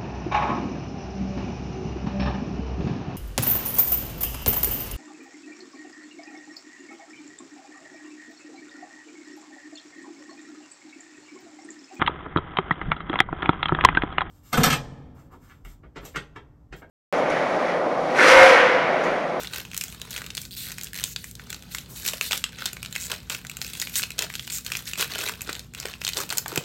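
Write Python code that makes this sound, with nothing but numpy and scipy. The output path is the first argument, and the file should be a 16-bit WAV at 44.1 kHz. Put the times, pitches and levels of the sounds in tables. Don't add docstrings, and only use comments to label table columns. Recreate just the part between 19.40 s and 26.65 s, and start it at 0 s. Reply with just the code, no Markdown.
import sys
import numpy as np
from scipy import signal
from scipy.fft import rfft, irfft
from scipy.io import wavfile
from scipy.ndimage import uniform_filter1d, map_coordinates

SR = 44100
rng = np.random.default_rng(int(sys.argv[2]) if len(sys.argv) > 2 else 0)


def wav_out(sig):
    wavfile.write(sys.argv[1], SR, np.round(np.clip(np.atleast_2d(sig).T, -1, 1) * 32767).astype(np.int16))


N = 319592
TIME = np.arange(N) / SR
TREBLE_HZ, CUTOFF_HZ = 3250, 16100

# t/s, relative level/dB, ring f/Hz, crack boost/dB
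CREASE_SNAPS = [(0.0458, -39.5, 1910, -20), (0.072, -32, 3680, -21), (0.134, -36.5, 2700, -5),
                (0.159, -36, 2500, -4), (0.199, -37, 3020, -10), (.251, -41, 2720, -3),
                (0.315, -41, 3040, -1), (0.333, -41, 2480, -12), (0.345, -40, 2400, 9),
                (.366, -38.5, 2530, 10), (0.377, -41, 2410, 20), (0.411, -31.5, 2720, 7.5),
                (.438, -41, 2160, 16.5), (0.616, -34.5, 3440, -0.5), (0.763, -35.5, 2410, -12),
                (.778, -34.5, 2310, 3), (0.818, -36, 1850, -2), (0.842, -41, 2880, -13),
                (0.864, -38, 3530, 2), (.904, -33.5, 3340, -19), (0.9505, -36, 4370, 5),
                (0.97, -32.5, 4270, 0), (0.9776, -28.5, 3450, -7), (1.016, -55.5, 4930, 23.5),
                (1.052, -41, 4120, -1), (1.318, -41.5, 2600, 11), (1.383, -38, 2160, 6),
                (1.412, -37, 4200, 3), (1.434, -55.5, 4370, 27.5), (1.444, -45.5, 4320, 17),
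                (1.47, -41.5, 3180, -3), (1.639, -27.5, 3520, 9), (1.7618, -26.5, 3760, -21),
                (1.842, -39, 2090, 6.5), (1.912, -49.5, 4300, 13), (1.953, -43.5, 3920, 4.5),
                (1.996, -41, 1800, -29), (2.1026, -40.5, 3670, 11), (2.128, -37.5, 2350, 4),
                (2.145, -37, 3680, -19), (2.224, -45.5, 3260, 1), (2.348, -29.5, 2100, 2),
                (2.384, -33.5, 3300, 1), (2.662, -31, 2490, -1), (2.678, -28, 3750, -2),
                (2.686, -25, 3500, -5), (2.734, -32, 2600, 0), (2.8111, -22, 2700, -2),
                (2.91, -27, 2410, -6), (2.9203, -21.5, 3450, -26), (2.93, -22, 3130, -23),
                (2.953, -37, 3280, -3), (2.976, -36, 3370, 10), (3.0403, -21.5, 3080, -3),
                (3.257, -25.5, 3540, 1.5), (3.261, -26.5, 4230, -2), (3.3314, -41, 2700, 10.5),
                (3.368, -38, 2250, -5), (3.429, -34.5, 2520, 3.5), (3.4484, -36.5, 3160, -4),
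                (3.46, -35.5, 3720, -2), (3.526, -35.5, 3730, 4), (3.553, -31.5, 3080, -22),
                (3.5614, -27, 2120, -0.5), (3.7159, -27.5, 3380, -4), (3.898, -33.5, 3670, 9),
                (3.902, -29.5, 2520, -15), (3.9481, -32.5, 2850, -14), (4.049, -39.5, 1780, -3),
                (4.068, -41, 3760, 5), (4.097, -36, 2490, 3.5), (4.1146, -40.5, 3320, 4),
                (4.169, -38, 2620, 9), (4.2157, -26.5, 4500, -25), (4.334, -37, 3670, -9),
                (4.352, -38, 2880, -14), (4.399, -32.5, 4160, 9), (4.4158, -27, 4300, 3),
                (4.422, -31.5, 2020, -3), (4.472, -33.5, 2380, -15), (4.556, -26.5, 3600, 3),
                (4.595, -31, 1708, 2), (4.6203, -34, 2880, -7), (4.63, -27, 4140, -15),
                (4.635, -25.5, 2680, -13), (4.705, -34.5, 2320, 2.5), (4.718, -41, 4200, 0),
                (4.7812, -37, 4970, -4), (4.7908, -23, 3300, 2.5), (4.822, -29, 2400, 5.5),
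                (4.901, -35.5, 2060, -14), (4.939, -36, 2640, 0), (4.9535, -30.5, 3530, -1.5),
                (4.995, -30, 3270, -18), (5.076, -35, 2700, 2), (5.1, -33, 3873, -12),
                (5.248, -47, 5530, 12), (5.264, -31.5, 3660, 2.5), (5.3188, -27, 2600, -2),
                (5.3355, -35, 3180, -2), (5.352, -27, 2600, -16), (5.369, -29.5, 5600, -9),
                (5.534, -29.5, 2780, 0), (5.556, -35, 2400, -5), (5.61, -28, 3450, 5),
                (5.626, -25, 2700, -4), (5.705, -42, 3250, -11), (5.75, -33, 2980, -11),
                (5.8754, -31, 2220, -4), (5.887, -30, 2390, 2.5), (5.9373, -39.5, 2800, -8),
                (6.008, -38, 2470, 1), (6.018, -42, 2620, 16), (6.092, -31.5, 1290, -11),
                (6.1293, -32.5, 4300, 1.5), (6.152, -35, 3400, -5), (6.194, -36.5, 3960, 1),
                (6.337, -46, 2420, 4), (6.3484, -37.5, 2770, 1), (6.4002, -33, 5460, 1),
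                (6.428, -42, 2380, -2), (6.4551, -33, 1970, 3), (6.538, -36.5, 2760, -14),
                (6.616, -32.5, 2480, -9), (6.638, -38, 2780, 0), (6.649, -25.5, 4150, -3),
                (6.667, -27.5, 2870, -1), (6.678, -24, 4270, -8), (6.689, -30, 2760, 4.5),
                (6.7339, -29, 4100, -9), (6.77, -24.5, 3980, -9), (6.892, -41.5, 2630, 9),
                (6.903, -27, 4150, -4), (6.925, -32, 1920, 6.5), (6.973, -37, 4020, 16),
                (6.9821, -24.5, 4700, 9), (7.06, -34, 1750, -4), (7.081, -41.5, 4550, 13),
                (7.159, -33, 1720, 9.5), (7.176, -24, 2910, 2)]


def from_db(db):
    return 10 ** (np.asarray(db) / 20)


def rms_one(x):
    return x / np.sqrt(np.mean(x ** 2) + 1e-20)


def at_level(click, db):
    return from_db(db) * click * np.sqrt(.004 * SR / np.sum(click ** 2))


def at_hz(points, hz):
    freqs, values = np.transpose(points)
    return np.interp(np.log(hz), np.log(freqs), values)


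def drift(times):
    return np.interp(TIME, times, rng.standard_normal(len(times)))


def add(out, s, sound):
    i = int(np.clip(round(s * SR), 0, N - 1))
    out[i:i + len(sound)] += sound[:N - i]


def band(x, low_hz, high_hz):
    sos = signal.butter(2, [low_hz, min(high_hz, .45 * SR)], "band", fs=SR, output="sos")
    return signal.sosfilt(sos, x + 1e-18)


def resonate(x, hz, q):
    return signal.lfilter(*signal.iirpeak(min(hz, .4 * SR), max(q, .7), fs=SR), x + 1e-18)


def disperse(x, hz, q):
    return x - 2 * resonate(x, hz, q)


def even(x, share):
    spectrum = rfft(x, 2 * len(x))
    return irfft(spectrum / (np.abs(spectrum) + 1e-9) ** share)[:len(x)]


def rumble_and_hum():
    # f/Hz, relative level/dB
    rumble_colour = [(30, -42), (47, 1), (80, 1), (135, 5), (200, -3), (320, -11.5), (950, -30),
                     (3000, -71), (16000, -62)]
    # f/Hz, level/dB
    hum_tones = [(59.2, -55.5), (178.5, -56), (240, -60.5)]
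    freqs = np.maximum(np.arange(N // 2 + 1) * SR / N, 1)
    spectrum = rfft(rng.standard_normal(N)) * from_db(at_hz(rumble_colour, freqs))
    out = from_db(-48.5) * rms_one(irfft(spectrum, N))
    for hz, db in hum_tones:
        waver = .5 * drift(np.linspace(0, TIME[-1], 40))
        out += from_db(db) * np.sqrt(2) * np.sin(2 * np.pi * hz * TIME + waver)
    return out


def crinkle_levels(attack_db_per_s, release_db_per_s):
    # start t/s, length/s, relative level/dB, treble boost/dB, body boost/dB
    swells = [(0, 0.032, -37.5, -2.5, -4), (0.126, 0.058, -38.5, -1.5, -5.5), (0.329, 0.21, -49.5, 2, -19),
              (0.712, 0.063, -41, 0.5, -22), (0.971, 0.072, -50.5, 6, -19), (1.17, 0.094, -48.5, 8.5, -23),
              (1.266, 0.041, -42.5, 0, -9.5), (1.367, 0.099, -47, -1.5, -9.5), (1.556, 0.09, -41, -2, -8.5),
              (1.786, 0.11, -54, 6, -18), (2.103, 0.022, -45, -1, -8), (2.316, 0.066, -48.5, 6, -11),
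              (2.503, 0.041, -65.5, 20.5, 14), (2.563, 0.1, -47, 7, -11), (2.653, 0.029, -35, 5.5, -10),
              (2.716, 0.064, -44.5, 2.5, -8), (2.826, 0.063, -40.5, 3.5, -11),
              (2.92, 0.035, -36.5, 3, -5.5), (3.028, 0.24, -48, -27, -31), (3.193, 0.092, -39, -6, -10.5),
              (3.521, 0.21, -45, 1, -16), (3.703, 0.015, -32.5, -7, -7.5), (3.917, 0.017, -35, -1.5, -7),
              (4.213, 0.23, -45, 1.5, -21), (4.394, 0.099, -45.5, 2.5, -25), (4.541, 0.058, -36.5, 5, -22),
              (4.794, 0.039, -34, -5, -4), (4.9, 0.18, -48.5, 1, -22), (5.105, 0.078, -43.5, 3, -13),
              (5.263, 0.14, -42.5, -1, -9.5), (5.473, 0.013, -37, 3, -16), (5.59, 0.027, -27.5, -2, -8.5),
              (5.7, 0.077, -36, -4.5, -5), (5.788, 0.098, -33.5, -2, -4), (6.081, 0.016, -37, -8, -2.5),
              (6.374, 0.15, -43.5, -4.5, -3.5), (6.617, 0.14, -44.5, -1.5, -30), (6.764, 0.05, -34.5, 0, 1),
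              (6.908, 0.055, -39.5, -2, 1), (7.088, 0.092, -42.5, -2.5, 3.5)]
    # t/s, relative level/dB
    holding = [(0, -58), (.68, -50.5), (.8, -45.5), (1.1, -69.5), (1.5, -64), (1.8, -105), (2, -54.5),
               (2.45, -56.5), (2.9, -62), (3.15, -52.5), (3.85, -55.5), (4.16, -53), (4.75, -55),
               (5.44, -73), (6.15, -45), (6.3, -66.5), (6.45, -64), (7.24, -49.5)]
    holding_db = np.interp(TIME, *np.transpose(holding))
    power = from_db(holding_db + [[0], [-3.5], [-2]]) ** 2
    for start, length, db, treble, body in swells:
        t = TIME - start
        fade_db = attack_db_per_s * np.minimum(t, 0) - release_db_per_s * np.maximum(t - length, 0)
        near = fade_db > -60
        power[:, near] += from_db(db + fade_db[near] + [[0], [treble], [body]]) ** 2
    level, treble, body = 10 * np.log10(power)
    return level, treble - level, body - level


def hold_and_give(hush_db, surge_db, hold_s, give_s):
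    before, after = np.zeros(N), np.zeros(N)
    t = TIME[:SR // 20]
    for s, *_ in CREASE_SNAPS:
        add(before, s - t[-1], np.exp(-t / hold_s)[::-1])
        add(after, s, np.exp(-t / give_s))
    after = np.minimum(after, 1)
    return hush_db * np.minimum(before, 1) * (1 - after) + surge_db * after


def tiny_creases(per_s, spread_db, decay_s=0.00076):
    sizes = from_db(spread_db * np.minimum(rng.exponential(1, N), 4)) ** 2
    spikes = (rng.random(N) < per_s / SR) * sizes
    power = signal.lfilter([1], [1, -np.exp(-1 / (decay_s * SR))], spikes)
    return power / (uniform_filter1d(power, size=1500) + 1e-9)


def crinkle(gain_db, treble_db, body_db, rub, patchy_db):
    # f/Hz, relative level/dB
    foil_colour = [(400, -1.5), (750, -0.5), (1100, 1), (1500, 0), (2500, -1), (3800, 5), (5200, 0),
                   (8000, 0.5), (14000, -4.5)]
    level, treble, body = crinkle_levels(attack_db_per_s=818, release_db_per_s=298)
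    level = level + hold_and_give(hush_db=-2.0, surge_db=4.5, hold_s=0.025, give_s=0.006)
    clicks = tiny_creases(per_s=300 * from_db((level + 38) / 2), spread_db=4.5)
    gentle = np.interp(level, [-69, -46], [1, 0])
    sliding = np.clip(rub * from_db(treble) + gentle, 0, 1)
    force = np.sqrt((1 - sliding) * clicks + sliding) * rng.standard_normal((2, N))
    edges_hz = np.geomspace(300, 17000, 19)
    out = np.zeros(N)
    for k, (low, high) in enumerate(zip(edges_hz, edges_hz[1:])):
        hz = np.sqrt(low * high)
        body_boost = at_hz([(970, 1), (1940, 0)], hz) * (body + body_db)
        treble_boost = at_hz([(TREBLE_HZ, 0), (9200, 1)], hz) * (treble + treble_db)
        flicker = patchy_db * drift(np.arange(0, N / SR, .006))
        db = level + gain_db + at_hz(foil_colour, hz) + body_boost + treble_boost + flicker
        out += from_db(db) * rms_one(band(force[k % 2], low, high))
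    return out


def buckle(decay_s, jolt):
    t = TIME[:SR // 50]
    force = rng.standard_normal(len(t)) * np.exp(-(t / decay_s) ** 2)
    force[0] += jolt * rng.choice([-1, 1])
    return force


def snaps(ring_db, crack_db, pack_db, q, taut_db):
    out = np.zeros(N)
    for s, db, hz, crack_boost in CREASE_SNAPS:
        force = even(buckle(decay_s=0.0028, jolt=9.6), share=0.41)
        force = band(force, max(hz / 2, 1100), hz * 2)
        ring_q = q * from_db(0.59 * max(db - taut_db, 0))
        ring = resonate(force, hz, ring_q)
        ring = resonate(ring, hz, ring_q) + 0.67 * force
        ring = disperse(disperse(ring, hz, q=2.15), 4830, q=2.9)
        crack = band(buckle(decay_s=0.0019, jolt=5.5), 4400, CUTOFF_HZ)
        crack = crack + 4.3 * from_db(-crack_boost / 2) * resonate(crack, 7270, q=3.8)
        crack = disperse(disperse(crack, 6300, q=2.6), 8400, q=3.0)
        pack = band(buckle(decay_s=0.0023, jolt=3.1), 300, 3750)
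        add(out, s, at_level(ring, db + ring_db))
        add(out, s, at_level(crack, db + crack_boost + crack_db))
        add(out, s, at_level(pack, db + pack_db))
    return out


def peels(jitter, spread_db, q, wander):
    # start t/s, end t/s, slip rate/Hz, level/dB, f/Hz, crack boost/dB
    slip_runs = [(1.11, 1.153, 203, -42, 4100, -9.5), (1.167, 1.259, 250, -43, 4050, -0.5),
                 (1.532, 1.598, 91, -42, 1800, 5.5), (1.646, 1.738, 300, -49, 6700, 3),
                 (2.829, 2.892, 480, -43, 3940, -6), (3.601, 3.668, 180, -34.5, 7410, -15),
                 (4.564, 4.592, 410, -31.5, 8350, -1), (5.12, 5.185, 223, -33.5, 7200, -7)]
    # multiple of its pitch, relative level/dB
    strip_tones = [(1, 3.5), (2.1, -8), (3.55, -6)]
    out = np.zeros(N)
    for start, end, per_s, db, hz, crack_boost in slip_runs:
        for s in np.arange(start, end, 1 / per_s):
            force = band(buckle(decay_s=0.0015, jolt=4.5), 2040, CUTOFF_HZ)
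            pitch = hz * np.exp(wander * rng.normal())
            ring = sum(from_db(tone_db) * resonate(force, pitch * k, q * k)
                       for k, tone_db in strip_tones if hz * k < CUTOFF_HZ)
            slip = at_level(ring, db) + at_level(force, db + crack_boost)
            slip_s = s + jitter * rng.normal() / per_s
            add(out, slip_s, slip * from_db(spread_db * rng.normal()))
    return out


def pops(gain_db, q):
    # t/s, relative level/dB, f/Hz
    panel_pops = [(2.735, -28.5, 596), (2.908, -30, 825), (2.931, -22.5, 1370), (3.221, -28.5, 1340),
                  (3.73, -30, 508.7), (5.597, -29, 405), (6.093, -26.5, 383), (6.453, -26.5, 342),
                  (6.924, -28.5, 830), (7.06, -25.5, 1100), (7.125, -29, 410), (7.174, -18.5, 382)]
    out = np.zeros(N)
    for s, db, hz in panel_pops:
        force = band(buckle(decay_s=0.0036, jolt=0.63), 133, 4700)
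        add(out, s, at_level(resonate(force, hz, q), db + gain_db))
    return out


def bump(start_s, gain_db, hz, fade_s):
    t = np.maximum(TIME - start_s, 0)
    thud = from_db(gain_db - 60 * t / fade_s) * np.sin(2 * np.pi * hz * t)
    return band(thud, hz / 2, hz * 2)


def table_echo(x, height_m, sway_m, echo_db):
    height = height_m + sway_m * drift(np.arange(0, N / SR, .15))
    delay_samples = 2 * height / 343 * SR
    echo = map_coordinates(band(x, TREBLE_HZ, CUTOFF_HZ), [np.arange(N) - delay_samples], order=3)
    return x + from_db(echo_db) * echo


def room(x, echo_db, fade_s):
    t = TIME[:SR // 2]
    envelope = from_db(-60 * t / fade_s) * np.clip(t / 0.003, 0, 1)
    out = x
    for turn in (np.sin, np.cos):
        tail = even(rng.standard_normal(len(t)) * envelope, share=.5)
        tail = from_db(echo_db) * tail / np.sqrt(np.sum(tail ** 2))
        out = out + signal.fftconvolve(x * turn(2 * np.pi * TIME), tail)[:N]
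    return out


def scene():
    foil = crinkle(gain_db=-10.0, treble_db=4.0, body_db=-3.0, rub=0.28, patchy_db=3.5)
    foil += pops(gain_db=-4.0, q=2.1)
    foil += peels(jitter=0.083, spread_db=1.5, q=6.7, wander=0.05)
    foil += snaps(ring_db=2.0, crack_db=-2.0, pack_db=-14.0, q=2.0, taut_db=-26.5)
    foil = table_echo(foil, height_m=0.27, sway_m=0.032, echo_db=-11)
    foil = room(foil, echo_db=-9.5, fade_s=0.19)
    thud = bump(start_s=7.177, gain_db=-20, hz=152, fade_s=0.06)
    return (foil + thud + rumble_and_hum())[None]


def record(dry):
    # f/Hz, narrowness q, level change/dB
    mic_colour = [(450, 5.3, 3.5), (2570, 11.3, 4), (1488, 7.8, 4.5), (10200, 3.5, -5), (12860, 5.7, 4)]
    for hz, q, db in mic_colour:
        dry = dry + (from_db(db) - 1) * resonate(dry, hz, q)
    return signal.sosfilt(signal.ellip(10, .1, 80, CUTOFF_HZ, fs=SR, output="sos"), dry)


dry = scene()
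out = record(dry)
wav_out(out)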